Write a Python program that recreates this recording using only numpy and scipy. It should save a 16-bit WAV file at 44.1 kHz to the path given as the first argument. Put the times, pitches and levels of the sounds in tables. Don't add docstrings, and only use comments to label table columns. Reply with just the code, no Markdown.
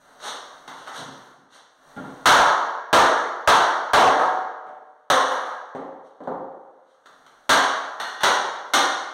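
import sys
import numpy as np
from scipy import signal
from scipy.fft import rfft, irfft, next_fast_len
from scipy.io import wavfile

SR = 44100
rng = np.random.default_rng(int(sys.argv[2]) if len(sys.argv) > 2 else 0)


def to_wav(sig):
    pcm = np.clip(np.atleast_2d(sig), -1, 1) * 32767
    pcm = np.round(pcm).astype(np.int16)
    wavfile.write(sys.argv[1], SR, pcm.T)


N = 402633
PLACES = 4
BURST = SR // 2
TIME = np.arange(BURST) / SR

# f/Hz, level/dB
CRACK_COLOUR = [(40, -25), (130, -7.5), (260, 0), (500, 2), (900, 5), (1400, 1.5), (2000, -3.5),
                (3500, -10.5), (6200, -17.5), (8700, -25), (12000, -33), (16000, -40)]
# f/Hz, level/dB
THUD_COLOUR = [(40, -11.5), (140, 4.5), (260, 12.5), (520, 8.5), (850, 4), (1400, -9.5), (2200, -13.5),
               (4000, -30), (8000, -38.5), (16000, -63.5)]


def from_db(db):
    return 10 ** (np.asarray(db) / 20)


def unit(x):
    return x / np.sqrt(np.sum(x ** 2) + 1e-20)


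def burst(x, db, over_s=0.094):
    return from_db(db) * np.sqrt(over_s * SR) * x


def at_hz(points, hz):
    f, value = np.transpose(points)
    return np.interp(np.log(hz + 1), np.log(f), value)


def at_one_place(x):
    return np.eye(PLACES)[:, :1] * x


def add(track, s, sound):
    start = max(round(s * SR), 0)
    track[:, start:start + sound.shape[-1]] += rng.permutation(sound)[:, :N - start]


def coloured(x, colour, bass_db=0, treble_db=0, bass_hz=550, treble_hz=1900, size=4096):
    hz = np.fft.rfftfreq(size, 1 / SR)
    db = at_hz(colour, hz)
    db -= 10 * np.log10(np.mean(from_db(db) ** 2))
    db += bass_db / (1 + (hz / bass_hz) ** 4)
    db += treble_db * (1 - 1 / (1 + (hz / treble_hz) ** 4))
    cepstrum = irfft(np.log(from_db(db)))
    fold = 1 - np.sign(np.arange(size) - size // 2)
    fold[0] = 1
    response = irfft(np.exp(rfft(cepstrum * fold)))[:size // 2]
    return signal.fftconvolve(x, response[None], axes=-1)[:, :x.shape[-1]]


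def dying(x, t60s):
    size = x.shape[-1]
    hz, t = np.fft.rfftfreq(size, 1 / SR), np.arange(size) / SR
    spectrum = rfft(x)
    centres, times = np.transpose(t60s)
    shares = [at_hz(np.c_[centres, row], hz) for row in np.eye(len(centres))]
    bands = [irfft(spectrum * share, size) for share in shares]
    return sum(band * from_db(-60 * t / t60) for band, t60 in zip(bands, times))


def mode(hz, t60, t=TIME):
    return np.sin(2 * np.pi * hz * t) * from_db(-60 * t / t60)


def grains(per_s, uneven_db):
    born = rng.random((PLACES, BURST)) < per_s / PLACES / SR
    return born * rng.choice([-1, 1], BURST) * from_db(uneven_db * rng.standard_normal(BURST))


def contact(spread_s, crackle_db):
    cracks = unit(grains(per_s=1200, uneven_db=5) * np.exp(-TIME / max(spread_s, 1e-3)))
    return unit(at_one_place(TIME == 0) + from_db(crackle_db) * cracks)


def room_tone(db=-64):
    # f/Hz, level/dB
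    hush_colour = [(30, -5), (120, -6.5), (500, -4.5), (1300, 0), (3000, -19), (8000, -28), (16000, -45)]
    return from_db(db) * coloured(rng.standard_normal((1, N)), hush_colour)


def room(places, direct_db=-3, early_db=-6, tail_gain=1.32, early_s=0.0097, build_s=0.0014):
    # f/Hz, t60/s
    reverb_times = [(60, 0.63), (130, 0.64), (260, 0.85), (550, 1.094), (1300, 1.154), (2600, 0.8),
                    (5500, 0.81), (8500, 0.61), (14000, 0.37)]
    # f/Hz, level/dB, t60/s
    standing_waves = [(176, -32, 0.45), (269.5, -21.5, 0.76), (353, -33, 0.33), (456, -27.5, 1.5),
                      (499.5, -22.5, 1.5), (608.6, -28.5, 1.6), (682, -33.5, 0.78), (750, -23.5, 1.1),
                      (1262, -43, 0.72)]
    t = np.arange(3 * BURST) / SR
    shape = (PLACES, len(t))
    arrivals = rng.random(shape) < 500 / SR
    echoes = arrivals * rng.standard_normal(shape) * np.exp(-t / early_s)
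    tails = dying(rng.standard_normal(shape), reverb_times) * (1 - np.exp(-t / build_s))
    direct = from_db(direct_db) * (t == 0)
    ringing = sum(from_db(db) * unit(mode(hz, t60, t)) for hz, db, t60 in standing_waves)
    responses = [direct + ringing + from_db(early_db) * unit(echo) + tail_gain * unit(tail)
                 for echo, tail in zip(echoes, tails)]
    return sum(signal.fftconvolve(x, response)[:N] for x, response in zip(places, responses))


def clothes(fade_db_per_s=107.5):
    # start/s, end/s, level/dB
    moves = [(0, 1.26, -53), (1.87, 2.25, -50.5), (7.1, 9.13, -59.5)]
    # f/Hz, level/dB
    rustle_colour = [(30, 11), (80, -3), (200, 1.5), (500, -1), (1200, -3.5), (3500, -16), (7000, -18.5),
                     (11000, -26), (16000, -33.5)]
    t = np.arange(N) / SR
    level = sum(from_db(db - fade_db_per_s * np.abs(t - np.clip(t, start, end)))
                for start, end, db in moves)
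    return at_one_place(level * coloured(rng.standard_normal((1, N)), rustle_colour))


def shoes():
    # middle/s, half length/s, level/dB
    scuffs = [(0.265, 0.042, -29.5), (0.783, .08, -48), (0.971, 0.039, -34), (1.55, 0.038, -47),
              (6.06, .025, -63), (6.907, 0.053, -66.5)]
    # f/Hz, level/dB
    scuff_colour = [(40, -18), (150, -10.5), (450, -2), (1000, -1.5), (2000, -4.5), (3500, -2.5),
                    (6200, -8), (9000, -14.5), (12000, -24.5), (16000, -41.5)]
    # t/s, level/dB
    steps = [(.682, -51), (0.982, -40.5), (1.05, -42.5), (1.38, -56), (1.97, -33.5), (7.1, -64)]
    # f/Hz, level/dB
    step_colour = [(30, -36.5), (70, -21), (130, 2), (280, -5.5), (600, -22), (1500, -26), (16000, -80)]
    out = np.zeros((PLACES, N))
    for s, half_s, db in scuffs:
        grit = np.sqrt(BURST) * unit(grains(per_s=7000, uneven_db=1))
        stroke = np.exp(-((TIME - TIME.mean()) / half_s) ** 2)
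        add(out, s - TIME.mean(), from_db(db) * coloured(grit * stroke, scuff_colour, treble_db=-3.5))
    for s, db in steps:
        add(out, s, burst(coloured(contact(spread_s=0.054, crackle_db=6.5), step_colour), db))
    return out


def clink(modes, uneven_db=2):
    tones = [from_db(db + uneven_db * rng.standard_normal()) * mode(hz, t60) for hz, db, t60 in modes]
    return at_one_place(unit(sum(tones)))


def debris(middling_chip_db=-52):
    # t/s, level/dB
    chips = [(0.2, -56), (.677, -42.5), (.866, -42.5), (6.234, -68.5), (7.057, -55), (7.265, -58)]
    # t/s, level/dB, rattling time/s
    shard_falls = [(8.0, -31.5, 0.012), (8.07, -40.5, 0.022), (8.207, -34.5, 0.021)]
    # f/Hz, level/dB, t60/s
    shard_modes = [(1100, -15, .25), (1140, -8, 0.21), (1542, 2, 0.31), (1875, 11, 0.12), (2905, 6, .12),
                   (3530, 9, 0.053), (4260, 9, 0.073), (6137, -25, .1), (6589, -24, .1), (9350, -30, 0.093)]
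    # t/s, level/dB
    splinter_falls = [(5.28, -62.5), (5.32, -62)]
    # f/Hz, level/dB, t60/s
    splinter_modes = [(10670, 7, .1), (10800, 0, .1), (12500, -3, 0.091), (14200, -5, .12)]
    out = np.zeros((PLACES, N))
    for s, db in chips:
        size_db = db - middling_chip_db
        snap = contact(spread_s=0.0052 * from_db(0.9 * size_db), crackle_db=17.5)
        add(out, s, burst(coloured(snap, CRACK_COLOUR, bass_db=-2, treble_db=5.5 - 0.16 * size_db), db))
    for s, db, spread_s in shard_falls:
        clatter = coloured(contact(spread_s, crackle_db=8), CRACK_COLOUR, bass_db=-7, treble_db=4)
        add(out, s, burst(unit(clatter + from_db(-4) * clink(shard_modes)), db))
    for s, db in splinter_falls:
        add(out, s, burst(clink(splinter_modes), db))
    return out


def plate(mean_spacing_hz=14):
    # f/Hz, t60/s
    ring_times = [(100, .2), (1000, .2), (2500, .05), (14000, .02)]
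    bins = BURST // 2 + 1
    is_mode = rng.random(bins) < SR / BURST / mean_spacing_hz
    phases = np.exp(2j * np.pi * rng.random(bins))
    ring = unit(dying(irfft(is_mode * phases, BURST), ring_times))
    return at_one_place(ring)[::-1]


def struck_slab(colour, modes, spread_s, bass_db, treble_db, crackle_db=4.5, ring_db=-6):
    stone = unit(contact(spread_s, crackle_db) + from_db(ring_db) * plate())
    tones = sum(from_db(db) * unit(mode(hz, t60)) for hz, db, t60 in modes)
    return coloured(stone, colour, bass_db, treble_db) + at_one_place(tones)


def nudge(s=1.965, db=-41.5):
    # f/Hz, level/dB, t60/s
    modes = [(263, 6, .3), (1400, -7.5, .25)]
    out = np.zeros((PLACES, N))
    hum = struck_slab(THUD_COLOUR, modes, spread_s=0.2, bass_db=-0.5, treble_db=11.5, crackle_db=15)
    add(out, s, burst(hum, db))
    return out


def broken_edges():
    # t/s, level/dB, treble/dB
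    clacks = [(2.39, -19.5, -13.5), (4.07, -28, -5), (4.198, -26.5, -9), (5.315, -33, -2),
              (5.459, -40, -4.5)]
    # f/Hz, level/dB, t60/s
    modes = [(1290, -20.5, .25), (1627, -11, 0.18)]
    out = np.zeros((PLACES, N))
    for s, db, treble_db in clacks:
        clack = struck_slab(CRACK_COLOUR, modes, spread_s=0.034, bass_db=-7, treble_db=treble_db)
        add(out, s, burst(clack, db))
    return out


def toppling_half(hard_landing_db=-17, ring_db_per_db=0.17):
    # t/s, level/dB
    landings = [(3.975, -15), (4.07, -24.5), (4.21, -30), (4.668, -45.5)]
    # f/Hz, level/dB, t60/s
    modes = [(609, -21.5, 0.28), (752, -7.5, .25), (864, -19.5, .25)]
    out = np.zeros((PLACES, N))
    for s, db in landings:
        lift_db = ring_db_per_db * (hard_landing_db - db)
        lifted = [(hz, mode_db + lift_db, t60) for hz, mode_db, t60 in modes]
        slap = struck_slab(THUD_COLOUR, lifted, spread_s=0.038, bass_db=-12.5, treble_db=3)
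        add(out, s, burst(slap, db))
    return out


def rocking_half(rebound_s=0.11, loss_db=14, dulling_db=25):
    # t/s, level/dB, treble/dB
    rocks = [(5.75, -35.5, 2), (6.205, -43.5, -5), (6.274, -31, -12.5)]
    # f/Hz, level/dB, t60/s
    modes = [(175, -12, 0.33), (531, -3, 0.2), (783, -13, 0.17)]
    out = np.zeros((PLACES, N))
    for s, db, treble_db in rocks:
        for rebound in range(2):
            top_db = treble_db - rebound * dulling_db
            bump = struck_slab(THUD_COLOUR, modes, spread_s=0.015, bass_db=-0.5, treble_db=top_db)
            add(out, s + rebound * rebound_s, burst(bump, db - rebound * loss_db))
    return out


def hammer(tone_t60=0.19, thump_db=3, bass_loss_db_per_s=111):
    # t/s, level/dB, treble/dB, cracking time/s, f/Hz, tone/dB
    blows = [(2.257, -12.5, 5, 0.049, 1286, -10.5), (2.929, -13.5, 2.5, 0.034, 1000, -36),
             (3.475, -14.5, 3, 0.029, 714, -16), (3.934, -15.5, 1.5, 0.051, 823, -25),
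             (5.101, -22, 7.5, 0.0025, 521, -3.5), (7.493, -19, 9.5, 0.022, 1608, -12),
             (8.234, -22, 10, 0.011, 1064, -22), (8.736, -22.5, 12.5, 0.0045, 1200, -17)]
    out = np.zeros((PLACES, N))
    for s, db, treble_db, spread_s, tone_hz, tone_db in blows:
        bass_db = thump_db - bass_loss_db_per_s * spread_s
        tone = [(tone_hz, tone_db, tone_t60)]
        blow = struck_slab(CRACK_COLOUR, tone, spread_s, bass_db, treble_db, crackle_db=3, ring_db=-9)
        add(out, s, burst(blow, db))
    return out


def scene():
    hush = room_tone()
    stone = hammer() + nudge() + broken_edges() + toppling_half() + rocking_half() + debris()
    return room(stone + shoes() + clothes()) + hush


def record(dry, notch_spacing_hz=2488, echo_gain=0.74, ceiling=0.32, hardness=7.2):
    size = 2 * next_fast_len(N // 2 + 999)
    hz = np.fft.rfftfreq(size, 1 / SR)
    port = (1 - echo_gain * np.exp(-2j * np.pi * hz / notch_spacing_hz)) / (1 + echo_gain)
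    notched = irfft(rfft(dry, size) * port)[:, :N]
    clipped = notched / (1 + np.abs(notched / ceiling) ** hardness) ** (1 / hardness)
    low_cut = signal.butter(1, 40, "high", fs=SR)
    high_cut = signal.ellip(10, 0.1, 80, 15900, fs=SR, output="sos")
    return signal.sosfilt(high_cut, signal.lfilter(*low_cut, clipped))


dry = scene()
out = record(dry)
to_wav(out)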